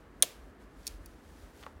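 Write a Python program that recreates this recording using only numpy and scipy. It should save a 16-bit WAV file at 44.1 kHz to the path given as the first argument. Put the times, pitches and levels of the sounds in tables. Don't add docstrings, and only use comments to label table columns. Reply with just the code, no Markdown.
import sys
import numpy as np
from scipy import signal
from scipy.fft import rfft, irfft
from scipy.io import wavfile
from scipy.ndimage import uniform_filter1d

SR = 44100
rng = np.random.default_rng(int(sys.argv[2]) if len(sys.argv) > 2 else 0)


def gain_from_db(level_db):
    decades = np.asarray(level_db, float) / 20
    return 10 ** decades


def persist_wave(psi):
    counts = np.round(np.clip(psi, -1, 1) * 32767).astype(np.int16)
    wavfile.write(sys.argv[1], SR, np.atleast_2d(counts).T)


N = 79380


def shape(x, colour):
    hz, gain_db = np.array(colour, float).T
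    bin_hz = np.arange(len(x) // 2 + 1) * SR / len(x) + 1
    gain = gain_from_db(np.interp(np.log(bin_hz), np.log(hz), gain_db))
    return irfft(rfft(x) * gain, len(x))


def unit(x):
    return x / np.sqrt(np.mean(x ** 2))


def fall(t_s, t60_s):
    return np.exp(-np.log(1000) * t_s / max(t60_s, 1e-3))


def walk(points_per_s):
    hold = int(SR / points_per_s)
    steps = np.repeat(rng.standard_normal(N // hold + 1), hold)
    smooth = uniform_filter1d(uniform_filter1d(steps, hold), hold)
    return unit(smooth[:N])


def follow(curve):
    time_s, level_db = np.array(curve).T
    return np.interp(np.arange(N) / SR, time_s, level_db)


def wind():
    # (dB per Hz, relative)
    wind_colour = [(65, -38.5), (110, -4), (135, -3), (167, -2.5), (186, -2.5), (296, 1.5), (336, -2),
                   (382, -3.5), (935, -12), (1690, -13.5), (2440, -23), (3930, -32.5), (5000, -36),
                   (6500, -59.5), (11000, -120)]
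    mean_db, wander_db = -57.5, .4
    hiss = unit(shape(rng.standard_normal(N), wind_colour))
    return gain_from_db(mean_db + wander_db * walk(1.3)) * hiss


def rumble():
    # time_s, level_db
    rumble_curve = [(0.0, -57.5), (0.896, -56), (0.946, -49), (1.162, -59.5), (1.312, -52), (1.332, -58),
                    (1.444, -48.5), (1.474, -59), (1.588, -52), (1.648, -62.5), (1.784, -50), (1.8, -59)]
    # (dB per Hz, relative)
    rumble_colour = [(25, -38.5), (36, -11), (48, 3), (60, -2), (80, -3), (105, -19), (200, -59)]
    low = unit(shape(rng.standard_normal(N), rumble_colour))
    return low * gain_from_db(follow(rumble_curve))


def rustle():
    # time_s, level_db
    movement = [(0, -76.5), (.19, -75), (0.451, -71), (.58, -77.5), (.62, -70.5), (.7, -76), (.8, -68.5),
                (.9, -58.5), (1.0, -71), (1.1, -67), (1.16, -72), (1.3, -67.5), (1.45, -65), (1.52, -70),
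                (1.61, -60.5), (1.7, -72), (1.8, -76.5)]
    # (dB per Hz, relative)
    rustle_colour = [(600, -7), (1500, 2), (3000, 1.5), (6000, -1), (10000, -4), (15800, -9),
                     (16300, -35.5)]
    grains_per_s, grain_spread_db, wander_db = 6000, 1.5, .8
    chance, size = rng.random((2, N))
    grains = (chance < grains_per_s / SR) * gain_from_db(-grain_spread_db * np.log(size + 1e-6))
    hiss = rng.standard_normal(N) * (1 + .4 * unit(grains))
    return unit(shape(hiss, rustle_colour)) * gain_from_db(follow(movement) + wander_db * walk(38))


def wood(modes, starts_s, breaks, rise_cycles):
    fibres_per_s, tear_t60_s, fibre_detune = 6000, .015, .08
    size = 2048
    out, t = np.zeros(N + 2 * size), np.arange(size) / SR
    hz, mode_db, t60_ms = np.array(modes, float).T[:, :, None]
    sign = (-1.) ** np.arange(len(modes))[:, None]
    rise_s = rise_cycles / hz
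    swell = 1 - np.exp(-(t / rise_s) ** 2)
    decay = np.exp(-np.log(1000) * np.maximum(t - rise_s, 0) * 1000 / t60_ms)
    for start_s, (level_db, top_hz, slope_db, tear_db) in zip(starts_s, breaks):
        chance, push_draw = rng.random((2, size))
        spread = fibre_detune * np.minimum(hz / 6000, 1)
        detune = 1 + spread * rng.standard_normal((2, len(modes), 1))
        tilt_db = -slope_db * abs(np.log2(hz / top_hz))
        body = gain_from_db(level_db + mode_db + tilt_db) * sign * swell * decay
        i = int(start_s * SR)
        out[i:i + size] += (body * np.sin(2 * np.pi * hz * t)).sum(axis=0)
        hit = chance < fibres_per_s / SR
        first_half = chance < fibres_per_s / SR / 2
        for side in range(2):
            push = hit * (first_half == side) * (2 * push_draw - 1)
            push = push * gain_from_db(tear_db) * fall(t, tear_t60_s)
            ring = (body * np.sin(2 * np.pi * hz * detune[side] * t)).sum(axis=0)
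            out[i:i + 2 * size - 1] += signal.fftconvolve(push, ring)
    return out[:N]


def branch():
    # pitch_hz, level_db, t60_ms
    branch_modes = [(561, -20.5, 24), (739, -31.5, 11), (1131, -22.5, 17), (1750, -17.5, 10),
                    (2261, -16, 10.9), (3422, -7, 3.3), (4004, -16, 9), (5630, -12.5, 4.8), (6500, -6.5, 6),
                    (8910, -4, 4.4), (9630, -1.5, 5), (12030, -10, 6.5), (14300, -21, 4), (15100, -13, 5.6)]
    branch_starts = [.2035, .2145, .2238, .2259, .2283, .2313, .2327, .2427]
    # level_db, brightest_hz, fall_off_db_per_octave (both ways), tearing_db (re crack)
    branch_cracks = [(-60.5, 20000, 0.5, -3), (-69, 9000, -4, -2), (-4, 9000, 2, -5.5),
                     (-10.5, 16000, 1, -9.5), (-11.5, 4400, 6.5, -21.5), (-23.5, 4500, 10, -12.5),
                     (-18.5, 4700, 11, -9), (-29.5, 15000, 3.5, -8.5)]
    return wood(branch_modes, branch_starts, branch_cracks, rise_cycles=3.5)


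def twig():
    # pitch_hz, level_db, t60_ms
    twig_modes = [(2480, -11.5, 10.3), (3670, -4.5, 3.2), (4535, -4.5, 13.7), (5500, -2.5, 8.3),
                  (6560, 1, 3.7), (7550, -19, 5), (9380, 1.5, 5.8), (11000, -8, 5.9), (12890, -8.5, 2.8),
                  (14570, -4.5, 3.1), (15800, -10.5, 3)]
    twig_starts = [.832, .859, .8682, .8689, .8765, .8771, 1.0592, 1.0596, 1.0624]
    # level_db, brightest_hz, fall_off_db_per_octave (both ways), tearing_db (re crack)
    twig_cracks = [(-51, 3000, 15, -1), (-48, 18000, 8.8, -3), (-27.5, 2800, 2.5, -32), (-30, 9600, 5, -4),
                   (-27, 8800, 3.7, -16.5), (-48, 10900, 7.4, 2), (-42, 18000, 5.6, 1.5),
                   (-49, 1600, 13, -3), (-70, 5600, 5.2, -5)]
    return wood(twig_modes, twig_starts, twig_cracks, rise_cycles=2.4)


def stick():
    # pitch_hz, level_db, t60_ms
    stick_modes = [(630, -5, 20), (1130, 0, 22), (1440, -6, 16), (1900, -6, 12), (2700, -10, 7),
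                   (3500, -10, 6), (4400, -12, 5), (6500, -14, 4), (10000, -16, 3), (12500, -20, 3),
                   (15000, -18, 3)]
    stick_starts = [1.6279, 1.633, 1.6361, 1.6403, 1.6621, 1.6646]
    # level_db, brightest_hz, fall_off_db_per_octave (both ways), tearing_db (re knock)
    stick_knocks = [(-35, 4200, 6, -14), (-40, 8000, 3, -12), (-31, 3100, 12, -16), (-46, 2500, 4, -10),
                    (-50, 2500, 1, -12), (-34, 1200, 2.2, -24)]
    return wood(stick_modes, stick_starts, stick_knocks, rise_cycles=0.23)


def ground(held):
    lag_s, bounce_db, cutoff_hz = .0032, -8, 6020
    lag = int(lag_s * SR)
    late = np.r_[np.zeros(lag), held[:-lag]]
    return gain_from_db(bounce_db) * signal.lfilter(*signal.butter(2, cutoff_hz, fs=SR), late)


def trunks(direct):
    # pitch_hz, level_db, t60_s
    trunk_echo = np.array([(620, -41, .5), (1480, -51, .55), (3460, -51, 0.4), (5900, -54, 0.29),
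                           (9000, -62.5, .42), (15000, -55.5, 0.26)])
    near_db, near_t60_s, start_ms = 15.5, 0.033, 1.7
    t = np.arange(SR // 2) / SR
    onset = 1 - np.exp(-(t * 1000 / start_ms) ** 2)
    near = gain_from_db(near_db) * fall(t, near_t60_s)
    log_hz = np.log(trunk_echo[:, 0])
    out = np.zeros(N)
    for hz in 13400 / 2 ** np.arange(0, 5.5, .5):
        echo_db, t60_s = (np.interp(np.log(hz), log_hz, trunk_echo[:, k]) for k in (1, 2))
        narrow, wide = (signal.butter(3, [hz / ratio, hz * ratio], "band", fs=SR, output="sos")
                        for ratio in (2 ** .25, 1.5))
        decay = (fall(t, t60_s) + near) * onset
        energy = signal.sosfilt(wide, direct) ** 2
        power = np.abs(signal.fftconvolve(energy, decay ** 2)[:N])
        noise = unit(signal.sosfilt(narrow, rng.standard_normal(N)))
        out += gain_from_db(echo_db) * np.sqrt(power) * noise
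    return out


def scene():
    held = branch() + twig()
    direct = held + stick()
    forest = direct + ground(held) + trunks(direct)
    return (forest + rustle() + wind() + rumble())[None]


def band_limit(x):
    return signal.sosfilt(signal.butter(12, 17140, fs=SR, output="sos"), x)


def record(dry):
    return band_limit(dry)


dry = scene()
out = record(dry)
persist_wave(out)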